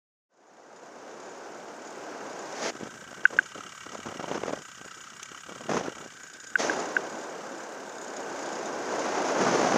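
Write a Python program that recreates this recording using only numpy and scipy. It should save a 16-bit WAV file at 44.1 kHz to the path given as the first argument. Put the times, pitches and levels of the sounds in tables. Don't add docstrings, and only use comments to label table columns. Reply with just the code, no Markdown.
import sys
import numpy as np
from scipy import signal
from scipy.fft import rfft, irfft, next_fast_len
from scipy.io import wavfile
from scipy.ndimage import uniform_filter1d, map_coordinates

SR = 44100
rng = np.random.default_rng(int(sys.argv[2]) if len(sys.argv) > 2 else 0)


def output_pcm(signal):
    pcm = np.clip(np.atleast_2d(signal).T, -1, 1) * 32767
    wavfile.write(sys.argv[1], SR, np.round(pcm).astype(np.int16))


def how_loud(loudness_db):
    steps = np.asarray(loudness_db, float) / 20
    return 10 ** steps


N = 430857

# (frequency [Hz], density [dB])
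PREAMP_SPECTRUM = [(5000, -20), (7500, 9), (9700, -8), (11500, -10.5), (13200, -11), (15300, -9)]
# (time [s], share [0-1])
HEAD_TURN = [(2.6, 0), (2.8, 0.66), (3.5, 0.83), (3.9, 1), (4.7, 0.83), (5.5, 0.9), (5.95, 1), (6.2, 0.4),
             (6.55, 0.1)]
# (time [s], level [dB])
WIND_AHEAD = [(0, -32.5), (.6, -36.5), (1.2, -36), (1.799, -40), (2.1, -38), (2.5, -39), (6.6, -31.5),
              (6.77, -31.5), (6.9, -36.5), (7.12, -39.5), (7.38, -40.5), (7.96, -42.5), (8.41, -36.5),
              (8.84, -35.5), (8.93, -32), (9.38, -28.5), (9.42, -25), (9.77, -25.5)]
# (start [s], hold [s], level [dB])
LEE_GUSTS = [(2.705, 0.088, -48.5), (2.812, 0.063, -41), (2.91, 0.22, -52.5), (3.168, 0.077, -48),
             (3.308, 0.09, -43.5), (3.427, .03, -55), (3.553, 0.036, -47), (3.634, 0.046, -53),
             (3.867, 0.13, -48.5), (4.055, 0.1, -42.5), (4.201, 0.043, -42.5), (4.283, 0.079, -35.5),
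             (4.39, 0.044, -39), (4.464, 0.036, -36), (4.527, 0.0078, -37), (4.558, 0.048, -49),
             (4.797, 0.071, -57), (4.966, 0.033, -58), (5.123, .03, -57), (5.247, 0.12, -62),
             (5.472, .1, -52), (5.61, .08, -48.5), (5.699, 0.099, -31), (5.83, 0.05, -37.5),
             (5.896, .03, -49.5), (5.968, 0.098, -49.5), (6.125, 0.31, -62.5), (6.456, 0.17, -55.5)]
# (time [s], peak [dB], pitch [Hz], overtones [dB])
CLICKS = [
    (3.2537, -5, 1510, -26.5),
    (3.3882, -7.5, 1515, -28),
    (6.5556, -11, 1504, -26.5),
    (6.6967, -17, 1550, -28),
    (6.9661, -12, 1510, -25.5),
]
# (time [s], peak [dB])
BUCKLE_TICKS = [
    (5.23, -27.5),
]
# (frequency [Hz], width [Hz], level [dB])
BUCKLE_MODES = [(2300, 1100, -3), (3470, 1200, -2), (6000, 1500, 4.5), (7900, 1100, -13),
                (12500, 2500, -12)]
# (frequency [Hz], density [dB])
ROAR_SPECTRUM = [(15, -74), (40, -58.5), (109, -20.5), (219, -5.5), (345, .5), (480, 1), (650, 1),
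                 (900, -2.5), (1200, -7), (1530, -9), (1800, -16), (2700, -23.5), (3500, -44), (7700, -120)]
BUFFET_SPECTRUM = [(25, -58), (70, -40), (130, -11), (230, -2), (450, -6), (800, -9), (1500, -12),
                   (3000, -40.5), (6000, -120)]
# (frequency [Hz], density [dB])
HISS_SPECTRUM = [(1060, -27.5), (1800, 1), (2970, -5.5), (4070, -7.5), (5220, -3.5), (6310, 0), (7020, -7),
                 (8250, -24), (10500, -26), (12500, -41), (15300, -44)]
RUMBLE_SPECTRUM = [(15, -57), (25, -19), (70, -15), (133, -9), (220, -10.5), (400, -44), (800, -120)]
# (frequency [Hz], gain [dB])
HELMET_SHADE = [(2000, -0.5), (3400, 0), (4300, -4.5), (5200, -0.5), (7000, 0)]
# (time of peak [s], peak [dB], pitch [Hz])
STRONG_SLAPS = [(2.824, -29, 432), (4.3562, -24.5, 565), (3.09, -38, 630), (3.185, -36, 551),
                (5.776, -18, 512), (3.3663, -30, 459), (3.5602, -33, 517), (3.5825, -29, 395),
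                (3.8659, -37, 512), (3.9543, -26, 660), (3.992, -30, 324), (4.0605, -23.5, 526),
                (4.1253, -26.5, 537), (4.1977, -23, 512), (4.2427, -19.5, 551), (4.3147, -17.5, 480),
                (4.2837, -27, 600), (4.4366, -16.5, 630), (4.483, -21, 512), (4.5081, -23, 500),
                (4.535, -18.5, 393), (4.8149, -34, 361), (4.8616, -32.5, 352), (5.3187, -37, 294),
                (5.4937, -33, 490), (5.5227, -30, 512), (5.5623, -31.5, 565), (5.7225, -17, 424),
                (5.8123, -20.5, 520), (6.026, -34, 475)]
# (time [s], rate [firings/s])
IDLE_HUNT = [(0.0, 29.02), (0.696, 30.91), (1.853, 37.03), (2.73, 28.44), (3.977, 35.86), (4.821, 30.82),
             (5.722, 35.29), (6.375, 29.76), (7.438, 35.78), (8.581, 30.12), (9.77, 30.61)]
# (frequency [Hz], width [Hz], level [dB])
PIPE_MODES = [(1160, 51, -23), (1312, 152, 0), (1920, 60, -5.5), (2250, 64, -8), (2795, 63, -7),
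              (3020, 56, -12.5), (4100, 160, -24), (5600, 140, -11), (6290, 150, -14.5)]
CRACK_MODES = [(2890, 210, 0), (3134, 390, -1)]
CASING_MODES = [(3660, 40, -3.5), (3950, 68, -8), (5070, 280, -7), (5420, 170, -9.5), (6160, 25, 1.5),
                (6300, 170, -4.5), (6763, 84, 4), (6930, 20, 7.5), (6900, 27, -3.5), (8300, 330, -29),
                (7870, 270, -33.5)]
CAVITY_MODES = [(1550, 183, 0)]
# (facing ahead [dB], gain fully turned [dB], gain over idle [dB per firing/s], wind [dB per dB])
ENGINE_LAYERS = [
    (-56.5, 9, .3, 0.8),
    (-53, -1, -0.2, 0.34),
    (-50, -5, -0.34, 0.25),
]

TURN_AWAY_S, TURN_BACK_S, TURN_S = 2.708, 6.585, 0.024
CALM_DB, LEE_DB = -40, -64


def unit(x):
    return x / np.sqrt(np.mean(x ** 2) + 1e-20)


def level(*gains):
    return 10 * np.log10(sum(g ** 2 for g in gains) + 1e-20)


def curves(rows):
    s, *cols = np.transpose(rows)
    return [np.interp(np.arange(N) / SR, s, c) for c in cols]


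def wobble(rate):
    knots = rng.standard_normal(int(N * rate / SR) + 4)
    return map_coordinates(knots, [np.arange(N) * rate / SR])


def even(db):
    return how_loud(db) / np.sqrt(uniform_filter1d(how_loud(2 * db), size=6615))


def filtered(x, response):
    m = next_fast_len(N + 8192)
    return irfft(rfft(x, m) * response(np.fft.rfftfreq(m, 1 / SR)), m)[:N]


def coloured(x, spectrum):
    f, db = np.transpose(spectrum)
    return filtered(x, lambda hz: how_loud(np.interp(np.log(hz + 1), np.log(f), db)))


def resonant(x, modes):
    def response(f):
        return sum(how_loud(db) * 1j * f * w / (c * c - f * f + 1j * f * w) for c, w, db in modes)
    return filtered(x, response)


def add(track, s, sound):
    track[round(s * SR):][:len(sound)] += sound


def preamp():
    shimmer_db = 1.5 * wobble(45)
    return how_loud(-62.5 + shimmer_db) * unit(coloured(rng.standard_normal(N), PREAMP_SPECTRUM))


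def housing():
    track, t = np.zeros(N), np.arange(1200) / SR
    swell = (1 - np.exp(-(t / 0.00028) ** 1.84)) * np.exp(-(t / 0.0056) ** 3.1)
    swell = swell + 0.049 * np.exp(-((t - .009) / 0.002) ** 2)
    for s, db, hz, over_db in CLICKS:
        phase = 2 * np.pi * hz * (t + 0.00018 * (1 - np.exp(-t / 0.0019)))
        over = np.sin(1.8 * phase) + .5 * np.sin(1.43 * phase)
        ring = np.sin(phase) + how_loud(over_db + 5.5) * over * how_loud(-60 * t / 0.19)
        add(track, s - .0002, how_loud(db + 1.5) * swell * ring)
    return filtered(track, lambda hz: hz ** 6 / (hz ** 6 + 950 ** 6) / (1 + (hz / 3600) ** 6))


def buckle():
    taps, t = np.zeros(N), np.arange(1200) / SR
    for s, db in BUCKLE_TICKS:
        burst = rng.standard_normal(len(t)) * (how_loud(-60 * t / 0.0022) + 0.11 * (t < .005))
        add(taps, s, how_loud(db + 12.0) * burst)
    ringing = resonant(resonant(taps, BUCKLE_MODES), BUCKLE_MODES)
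    return filtered(ringing, lambda hz: 1 / (1 + (hz / 10500) ** 4))


def aside():
    t = np.arange(N) / SR
    return np.clip(np.minimum(t - TURN_AWAY_S, TURN_BACK_S - t) / TURN_S + .5, 0, 1)


def gusts():
    rise_db_s, fall_db_s = 900, 498
    t = np.arange(0, N, 32) / SR
    each = []
    for s, hold, db in LEE_GUSTS:
        slope_db = np.minimum(rise_db_s * (t - s), fall_db_s * (s + hold - t))
        each.append(how_loud(db + np.minimum(0, slope_db)))
    return np.interp(np.arange(N) / SR, t, level(how_loud(LEE_DB), *each))


def flow():
    t, away, gust_db = np.arange(N) / SR, aside(), gusts()

    def mix(ahead, lee):
        return (1 - away) * ahead + away * lee

    hold_s, hold_db = WIND_AHEAD[5]
    holding = (t > hold_s) & (t < TURN_AWAY_S + TURN_S)
    wind_db = np.where(holding, hold_db - CALM_DB, curves(WIND_AHEAD)[0] - CALM_DB)
    near_away = np.exp(-np.abs(t - TURN_AWAY_S) / 0.082)
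    near_back = np.exp(-np.abs(t - TURN_BACK_S) / 0.072)
    facing_roar = level(how_loud(CALM_DB + wind_db), how_loud(-27.5) * near_away, how_loud(-36) * near_back)
    roar_db = mix(facing_roar, gust_db)

    facing_hiss = level(how_loud(-52 + 1.063 * wind_db), how_loud(-30) * near_away, how_loud(-30) * near_back)
    gust_hiss_db = CALM_DB - 11.5 + 1.23 * (gust_db - CALM_DB)
    hiss_db = mix(facing_hiss, level(how_loud(-56.5), how_loud(gust_hiss_db)))

    swell_db = uniform_filter1d(gust_db, size=4410) - LEE_DB
    lee_rumble_db = -80.5 + 0.5 * swell_db + 9.5 * curves(HEAD_TURN)[0]
    rumble_db = mix(-76.5 + 0.74 * wind_db, lee_rumble_db)

    storm_db = np.maximum(0, wind_db - 11) * (t > 7)
    depth = mix(0.38 + 0.03 * wind_db + .12 * storm_db, 3)
    dull = mix(0.044 + .1 * storm_db, 0.78)
    return roar_db, hiss_db, rumble_db, depth, dull, mix(wind_db, 0)


def wind():
    roar_db, hiss_db, rumble_db, depth, dull, _ = flow()
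    lumps = .5 * wobble(24) + 0.76 * wobble(60) + 1.53 * wobble(220)
    drive = even(depth * lumps) * rng.standard_normal(N)
    dull = np.clip(dull, 0, 1)
    roar = (1 - dull) * unit(coloured(drive, ROAR_SPECTRUM)) + dull * unit(coloured(drive, BUFFET_SPECTRUM))
    fizz = even(.6 * depth * lumps + .8 * wobble(35))
    hiss = coloured(fizz * rng.standard_normal(N), HISS_SPECTRUM)
    hiss = hiss + aside() * (coloured(hiss, HELMET_SHADE) - hiss)
    rumble = coloured(even(.5 * depth * wobble(25)) * rng.standard_normal(N), RUMBLE_SPECTRUM)
    loud_roar = how_loud(roar_db + 1.11) * roar
    return loud_roar + how_loud(hiss_db + 0.5) * unit(hiss) + how_loud(rumble_db + 6.5) * unit(rumble)


def eddies():
    luck = rng.standard_normal((400, 3))
    s = TURN_AWAY_S + np.cumsum(np.exp(.5 * luck[:, 0])) / 70
    db = np.interp(s, np.arange(N) / SR, gusts()) + 9 + 3.5 * luck[:, 1]
    hz = 416 * np.exp(0.3 * luck[:, 2])
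    rows = np.transpose([s, db, hz])
    return [*STRONG_SLAPS, *rows[s < TURN_BACK_S]]


def slaps():
    track, t = np.zeros(N), np.arange(-400, 400) / SR
    for s, db, hz in eddies():
        swing = -np.cos(2 * np.pi * hz * t) * np.exp(-np.abs(t * hz / 0.32) ** 1.3)
        packet = np.exp(-np.abs(t) / 0.0038) * (1 - np.exp(-(t * hz / 0.24) ** 2))
        ragged = 0.76 * rng.standard_normal(len(t)) * packet
        add(track, s + t[0], how_loud(db + 4.5) * (swing + ragged))

    def port(hz):
        treble_cut = 1 / (1 + (hz / 1300) ** 2) / (1 + (hz / 6500) ** 4)
        return treble_cut * hz ** 2 / (hz ** 2 + 150 ** 2)
    return filtered(track, port)


def crank():
    s, hz = np.transpose(IDLE_HUNT)
    k = np.interp(np.arange(N) / SR, s, np.arange(len(s)))
    eased = k // 1 + (1 - np.cos(np.pi * (k % 1))) / 2
    return np.interp(eased, np.arange(len(s)), hz)


def exhaust(step, since, luck):
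    decay = 0.88 * how_loud(-60 * since / .015) + how_loud(-60 * since / 0.036)
    jet = (1 - np.exp(-since / 0.003)) * decay + 0.091
    strength = how_loud(1.1 * luck)
    bark = resonant(strength * (3 * step + jet * rng.standard_normal(N)), PIPE_MODES)
    crack = strength * (6.5 * step + how_loud(-60 * since / .025) * rng.standard_normal(N))
    crack = resonant(resonant(crack, CRACK_MODES), CRACK_MODES)
    return unit(bark) + .3 * unit(crack)


def casing(since, strength_luck, delay_luck):
    late = np.abs(since - .005 - 0.0027 * delay_luck)
    shake = (1 - np.exp(-since / 0.0025)) * how_loud(-60 * since / 0.087)
    shake = shake + 2.4 * how_loud(-60 * late / 0.011) + 0.29
    loose = how_loud(1.8 * strength_luck + 1.8 * wobble(160) + 1.8 * wobble(8))
    return unit(resonant(shake * loose * rng.standard_normal(N), CASING_MODES))


def cavity(since):
    throb = how_loud(-60 * since / 0.19) + 0.88
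    return unit(resonant(resonant(throb * rng.standard_normal(N), CAVITY_MODES), CAVITY_MODES))


def engine():
    rate = crank()
    turns = np.cumsum(rate) / SR + .172
    cycle = turns.astype(int)
    since = turns % 1 / rate
    step = np.diff(cycle, prepend=0)
    luck = rng.standard_normal((400, 3))[cycle]
    turned, wind_db = curves(HEAD_TURN)[0], flow()[-1]
    layers = [exhaust(step, since, luck[:, 0]), casing(since, luck[:, 1], luck[:, 2]), cavity(since)]
    heard = np.zeros(N)
    for layer, (db, lee, fast, blown) in zip(layers, ENGINE_LAYERS):
        gain_db = db + lee * turned + fast * (rate - 33) + blown * wind_db
        heard += how_loud(gain_db) * layer
    return filtered(heard, lambda hz: 1 / np.sqrt(1 + (hz / 8300) ** 12))


def scene():
    return (preamp() + housing() + buckle() + wind() + slaps() + engine())[None]


def low_pass(x):
    return signal.sosfilt(signal.butter(12, 16250, fs=SR, output="sos"), x)


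def record(dry):
    def band(hz):
        return (hz < 15300) * hz ** 2 / (hz ** 2 + 45 ** 2)
    fade_start, fade_end = 0.29, 2.87
    fade = np.clip((np.arange(N) / SR - fade_start) / (fade_end - fade_start), 0, 1)
    return low_pass(fade * filtered(dry[0], band)[None])


dry = scene()
out = record(dry)
output_pcm(out)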